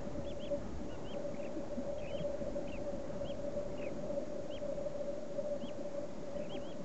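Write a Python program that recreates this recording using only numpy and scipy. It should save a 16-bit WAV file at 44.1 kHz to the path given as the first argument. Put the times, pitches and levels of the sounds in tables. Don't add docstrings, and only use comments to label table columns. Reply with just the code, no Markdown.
import sys
import numpy as np
from scipy import signal
from scipy.fft import rfft, irfft, next_fast_len
from scipy.io import wavfile
from scipy.ndimage import uniform_filter1d, map_coordinates

SR = 44100
rng = np.random.default_rng(int(sys.argv[2]) if len(sys.argv) > 2 else 0)


def store_wav(level_fs):
    pcm = np.round(np.clip(np.atleast_2d(level_fs), -1, 1) * 32767)
    wavfile.write(sys.argv[1], SR, pcm.T.astype(np.int16))


N = 301644


def amp(db):
    return 10 ** (np.asarray(db) / 20)


def unit(x):
    return x / np.sqrt(np.mean(np.abs(x) ** 2) + 1e-20)


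def contour(rows):
    return np.interp(np.arange(N) / SR, *np.transpose(rows))


def wobble(rate):
    return map_coordinates(rng.standard_normal(int(N * rate / SR) + 4), [np.arange(N) * rate / SR])


def sine(hz):
    return np.sin(2 * np.pi * np.cumsum(hz) / SR)


def filtered(x, response):
    m = next_fast_len(N + SR // 2)
    return irfft(rfft(x, m) * response(np.fft.rfftfreq(m, 1 / SR)), m)[:N]


def noise(spectrum, patchy_db=0):
    bins = signal.stft(rng.standard_normal(N), nperseg=1024)[2]
    patches = uniform_filter1d(rng.standard_normal(bins.shape), size=4, axis=0)
    patches = uniform_filter1d(patches, size=7, axis=1)
    patchy = signal.istft(bins * amp(patchy_db * unit(patches)), nperseg=1024)[1][:N]
    knots_hz, db = np.transpose(spectrum)
    return unit(filtered(patchy, lambda hz: amp(np.interp(np.log(hz + 1), np.log(knots_hz), db))))


def add(track, s, sound):
    part = track[max(round(s * SR), 0):][:len(sound)]
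    part += sound[:len(part)]


def hum(centre_hz=576.6, width_hz=33, skirt_hz=85, flutter_db=1.43, throb_db=2):
    # (time [s], level [dB])
    levels = [(0.0, -47), (0.42, -49), (0.52, -41.5), (0.72, -57), (1.28, -45), (1.42, -46.5),
              (2.18, -43.0), (4.0, -47.5), (4.14, -40), (4.38, -48.5), (4.68, -41), (5.28, -47.5),
              (5.5, -40.5), (5.64, -49.5), (5.86, -40), (6.14, -52.5), (6.32, -44.5), (6.82, -50)]
    # (time of crest [s], duration [s], level [dB])
    swells = [(0.532, 0.071, -33.5), (1.17, 0.035, -37.5), (1.256, 0.034, -38.5), (1.98, 0.023, -37.5),
              (2.151, 0.031, -34.5), (2.344, 0.035, -37.5), (2.568, 0.041, -36.5), (2.884, .076, -38),
              (3.218, .028, -36.5), (3.574, 0.027, -35.5), (3.871, 0.021, -36.5), (4.109, 0.046, -36.5),
              (4.697, .056, -36.5), (4.781, 0.061, -39), (4.868, 0.033, -35), (5.013, 0.029, -36.5),
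              (5.093, 0.059, -38), (5.393, 0.031, -33), (5.52, 0.055, -36), (6.367, 0.041, -39.5)]

    def resonance(hz):
        detuning = hz - centre_hz
        return 1 / (1 + 2j * detuning / width_hz) / (1 + (detuning / skirt_hz) ** 2)

    ring = unit(signal.hilbert(filtered(rng.standard_normal(N), resonance)))
    envelope = np.sqrt(np.abs(uniform_filter1d(np.abs(ring) ** 2, size=SR // 10)) + 0.055)
    flutter = amp(flutter_db * sine(23 + 4 * wobble(6)))
    fluttering = amp(contour(levels) + throb_db * wobble(15)) * unit(ring.real / envelope * flutter)
    swell, share = np.zeros(N), np.zeros(N)
    for s, length, db in swells:
        bell = np.sin(np.linspace(0, np.pi, int(length * SR)))
        add(swell, s - length / 2, amp(db) * bell ** 1.08)
        add(share, s - length / 2, np.sqrt(np.abs(bell)))
    hoot = np.sqrt(2) * sine(centre_hz + 7 * wobble(25))
    return fluttering * (1 - 0.7 * np.clip(share, 0, 1)) + swell * hoot


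def river_and_wind(ripple_db=0.12, lumps_db=3.5):
    # (time [s], level [dB])
    rush_levels = [(0.0, -44), (0.42, -49), (0.56, -46.0), (1.86, -47), (2.02, -48.5), (2.46, -45.5),
                   (2.9, -47.5), (3.1, -45.5), (3.38, -48), (3.82, -45.5), (4.6, -49.5), (4.72, -47),
                   (5.34, -49), (6.46, -46.5), (6.52, -47), (6.82, -48.3)]
    gust_levels = [(0.0, -49.5), (0.96, -51.5), (1.38, -62), (2.08, -48), (2.16, -52.5), (3.62, -54.1),
                   (3.66, -49.5), (4.44, -65), (4.6, -56.5), (5.26, -67.5), (5.34, -63), (5.96, -67),
                   (6.42, -57.5), (6.82, -62)]
    # (frequency [Hz], relative spectral density [dB])
    rush_spectrum = [(40, -28), (110, -6.5), (200, 0), (310, 0), (380, -2.5), (470, -8.5), (700, -12),
                     (820, -13.5), (1000, -18), (1500, -24.5), (2200, -29.5), (4000, -44), (8000, -53)]
    gust_spectrum = [(10, -6.5), (25, 2.5), (60, 1.5), (100, -3), (180, -19), (500, -50), (2000, -100)]
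    rush = amp(contour(rush_levels) + ripple_db * wobble(9)) * noise(rush_spectrum, patchy_db=1.5)
    buffet = amp(contour(gust_levels)) * unit(amp(lumps_db * wobble(13)) * noise(gust_spectrum))
    return rush + buffet


def bumps():
    # (time of crest [s], duration [s], frequency [Hz], level [dB])
    packets = [(0.071, .049, 239, -42), (.196, .04, 232, -42), (0.883, .04, 275, -47),
               (1.579, 0.065, 299, -40), (1.793, 0.051, 224, -36.5), (2.215, .05, 159, -40),
               (5.644, .041, 231, -41), (5.793, .035, 280, -39.5), (6.552, 0.038, 315, -40)]
    out = np.zeros(N)
    for s, length, hz, db in packets:
        bell = np.sin(np.linspace(0, np.pi, int(length * SR)))
        drift = map_coordinates(rng.standard_normal(6), [np.linspace(0, 5, len(bell))])
        add(out, s - length / 2, amp(db) * np.sqrt(2) * bell ** 2 * sine(hz * (1 + .17 * drift)))
    return out


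def whistle(pitch_hz, attack, release, waver):
    t = np.arange(len(pitch_hz)) / SR
    jitter = map_coordinates(rng.standard_normal(128), [t * 500], mode="nearest")
    onset = np.sin(np.pi / 2 * np.clip(t / attack, 0, 1))
    ending = np.sin(np.pi / 2 * np.clip((t[-1] - t) / release, 0, 1))
    return np.sqrt(2) * onset * ending * sine(pitch_hz * (1 + waver * jitter))


def flick(length, hz, start_ratio=1.17, end_ratio=0.62):
    u = np.linspace(-1, 1, max(int(length * SR), 8))
    t = np.arange(len(u)) / SR
    pitch = hz * (1 + (np.where(u < 0, start_ratio, end_ratio) - 1) * np.abs(u) ** 4)
    pitch *= 1 - 0.43 * np.exp(-t / .0006) - 0.12 * np.exp((t - t[-1]) / 0.00087)
    stress_db = 3.2 * u ** 2 - 1
    return amp(stress_db) * whistle(pitch, attack=0.00049, release=0.00059, waver=0.02)


def ticks():
    # (time [s], frequency [Hz], level [dB])
    notes = [(.248, 2920, -59.5), (1.344, 2300, -55), (1.365, 2410, -59.5), (2.675, 2600, -56.5)]
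    out = np.zeros(N)
    for s, hz, db in notes:
        add(out, s, amp(db) * flick(.008, hz))
    return out


def peeps_and_overtone(accent_at=0.53, accent_width=0.21):
    # (time [s], rise [s], fall [s],
    # start [Hz], top [Hz], end [Hz], level [dB], accent on the fall [dB])
    tones = [(.262, 0.03, 0.038, 3180, 3480, 1810, -58, 3),
             (.396, 0.042, .023, 2650, 3200, 1890, -55.5, -2),
             (.412, 0.043, 0.036, 3040, 3430, 1940, -58, 2.5),
             (.890, 0.027, 0.047, 2620, 2910, 2580, -62.5, -1),
             (1.047, 0.074, 0.03, 2700, 3240, 1670, -56.5, 3),
             (2.075, .084, 0.049, 2850, 3140, 1485, -57.5, 3),
             (2.165, 0.04, 0.027, 2900, 3300, 2600, -57.5, -1),
             (3.248, 0.046, .032, 2680, 3310, 2250, -55, 2), (4.504, .050, .035, 2700, 3255, 1430, -54, -1),
             (5.605, .064, 0.037, 2700, 3350, 1770, -58.5, 6.5),
             (6.494, .048, 0.036, 2750, 3290, 1460, -52.5, 1),
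             (6.608, 0.097, 0.031, 2680, 3340, 2200, -61, 1)]
    out = np.zeros(N)
    for s, rise, fall, start_hz, top_hz, end_hz, db, accent_db in tones:
        t = np.arange(int((rise + fall) * SR)) / SR
        to_top, fallen = np.clip(1 - t / rise, 0, 1), np.clip((t - rise) / fall, 0, 1)
        climb_hz = (top_hz - start_hz) * np.sin(np.pi / 2 * to_top) ** 2 * (0.73 + 0.28 * to_top ** 6)
        pitch = top_hz - climb_hz - (top_hz - end_hz) * fallen ** 2.1
        linger, midway = np.clip(rise / 0.026 - 1, 0, 1), np.sin(np.pi * to_top)
        pitch *= 1 - linger * midway * (0.0077 * np.sin(2 * np.pi * to_top) + 0.011 * midway)
        accent = np.exp(-((fallen - accent_at) / accent_width) ** 2)
        effort_db = -6 * to_top ** 1.4 - 7 * fallen ** 3 + accent_db * accent
        add(out, s, amp(db + effort_db) * whistle(pitch, attack=0.0037, release=0.0041, waver=0.004))
    return out


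def slur(length, start_hz, end_hz, waver, fade_db, snap=0, catch=0):
    t = np.arange(int(length * SR)) / SR
    u = t / length
    pitch = start_hz + (end_hz - start_hz) * u ** 2.3
    pitch *= 1 + snap * np.exp(-t / .0015)
    pitch *= 1 - catch * np.exp(-((t - length / 2) / .003) ** 2)
    return amp(-fade_db * u ** 2) * whistle(pitch, attack=.0015, release=.005, waver=waver)


def far_calls():
    # (time [s], duration [s], start [Hz], end [Hz], level [dB])
    notes = [(.64, 0.1, 1275, 1216, -65), (.895, .07, 1450, 1420, -64), (6.52, 0.045, 814, 795, -53)]
    out = np.zeros(N)
    for s, length, start_hz, end_hz, db in notes:
        add(out, s, amp(db) * slur(length, start_hz, end_hz, waver=.03, fade_db=-1.0))
    return out


def twitters(lead_db=-5.5, flick_db=1, swell_db=5, run_delay_s=.037, slowing=1.2, duty=.7):
    # (time of slur [s], lead-in [s], flicks [count], slur duration [s],
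    # lead frequency [Hz], slur frequency [Hz], depth of catch [0-1], level [dB])
    phrases = [(1.446, .054, 1, 0.039, 2750, 2690, 0.3, -57.5),
               (2.072, .091, 4, 0.051, 3220, 2600, 0, -55.5), (2.719, .038, 0, 0.063, 3090, 2750, 0, -53.5),
               (3.835, .059, 2, 0.061, 2860, 2550, .13, -53.5),
               (6.444, 0.08, 3, 0.032, 3150, 2570, 0, -61.5)]
    out = np.zeros(N)
    for s, lead_in, count, length, lead_hz, hz, catch, db in phrases:
        add(out, s - lead_in, amp(db + lead_db) * flick(.024, lead_hz, start_ratio=.88))
        run_s = lead_in - run_delay_s
        to_go = 1 - np.linspace(0, 1, round(count) + 1) ** slowing
        for before, after in zip(to_go, to_go[1:]):
            note = flick(duty * run_s * (before - after), hz * (1 + rng.normal(0, .04)))
            add(out, s - run_s * before, amp(db + flick_db - swell_db * after) * note)
        add(out, s, amp(db) * slur(length, hz, .78 * hz, waver=0.016, fade_db=6, snap=.17, catch=catch))
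    return out


def banks(x, t60=0.22):
    t = np.arange(SR // 2) / SR
    tail = rng.standard_normal(len(t)) * amp(-60 * t / t60)
    return signal.fftconvolve(x, tail / np.linalg.norm(tail))[:N]


def scene():
    birds = peeps_and_overtone() + twitters() + ticks() + far_calls()
    return (birds + amp(-21.0) * banks(birds) + hum() + river_and_wind() + bumps())[None]


def record(dry, band_limit_hz=8150, dc_offset=-.0082):
    # (frequency [Hz], relative spectral density [dB])
    hiss_spectrum = [(100, -4.5), (1000, 8), (2500, 0.5), (4000, 0.5), (7200, 1), (7700, -3), (8100, -21.5)]
    # (frequency [Hz], level [dB])
    whine_tones = [(4296, -93.5), (5333, -90.5), (6666, -80)]
    t = np.arange(N) / SR
    whine = sum(np.sqrt(2) * amp(db) * np.sin(2 * np.pi * hz * t) for hz, db in whine_tones)
    sound = dry[0] + amp(-63.5) * noise(hiss_spectrum) + whine
    return filtered(sound, lambda hz: hz < band_limit_hz)[None] + dc_offset


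dry = scene()
out = record(dry)
store_wav(out)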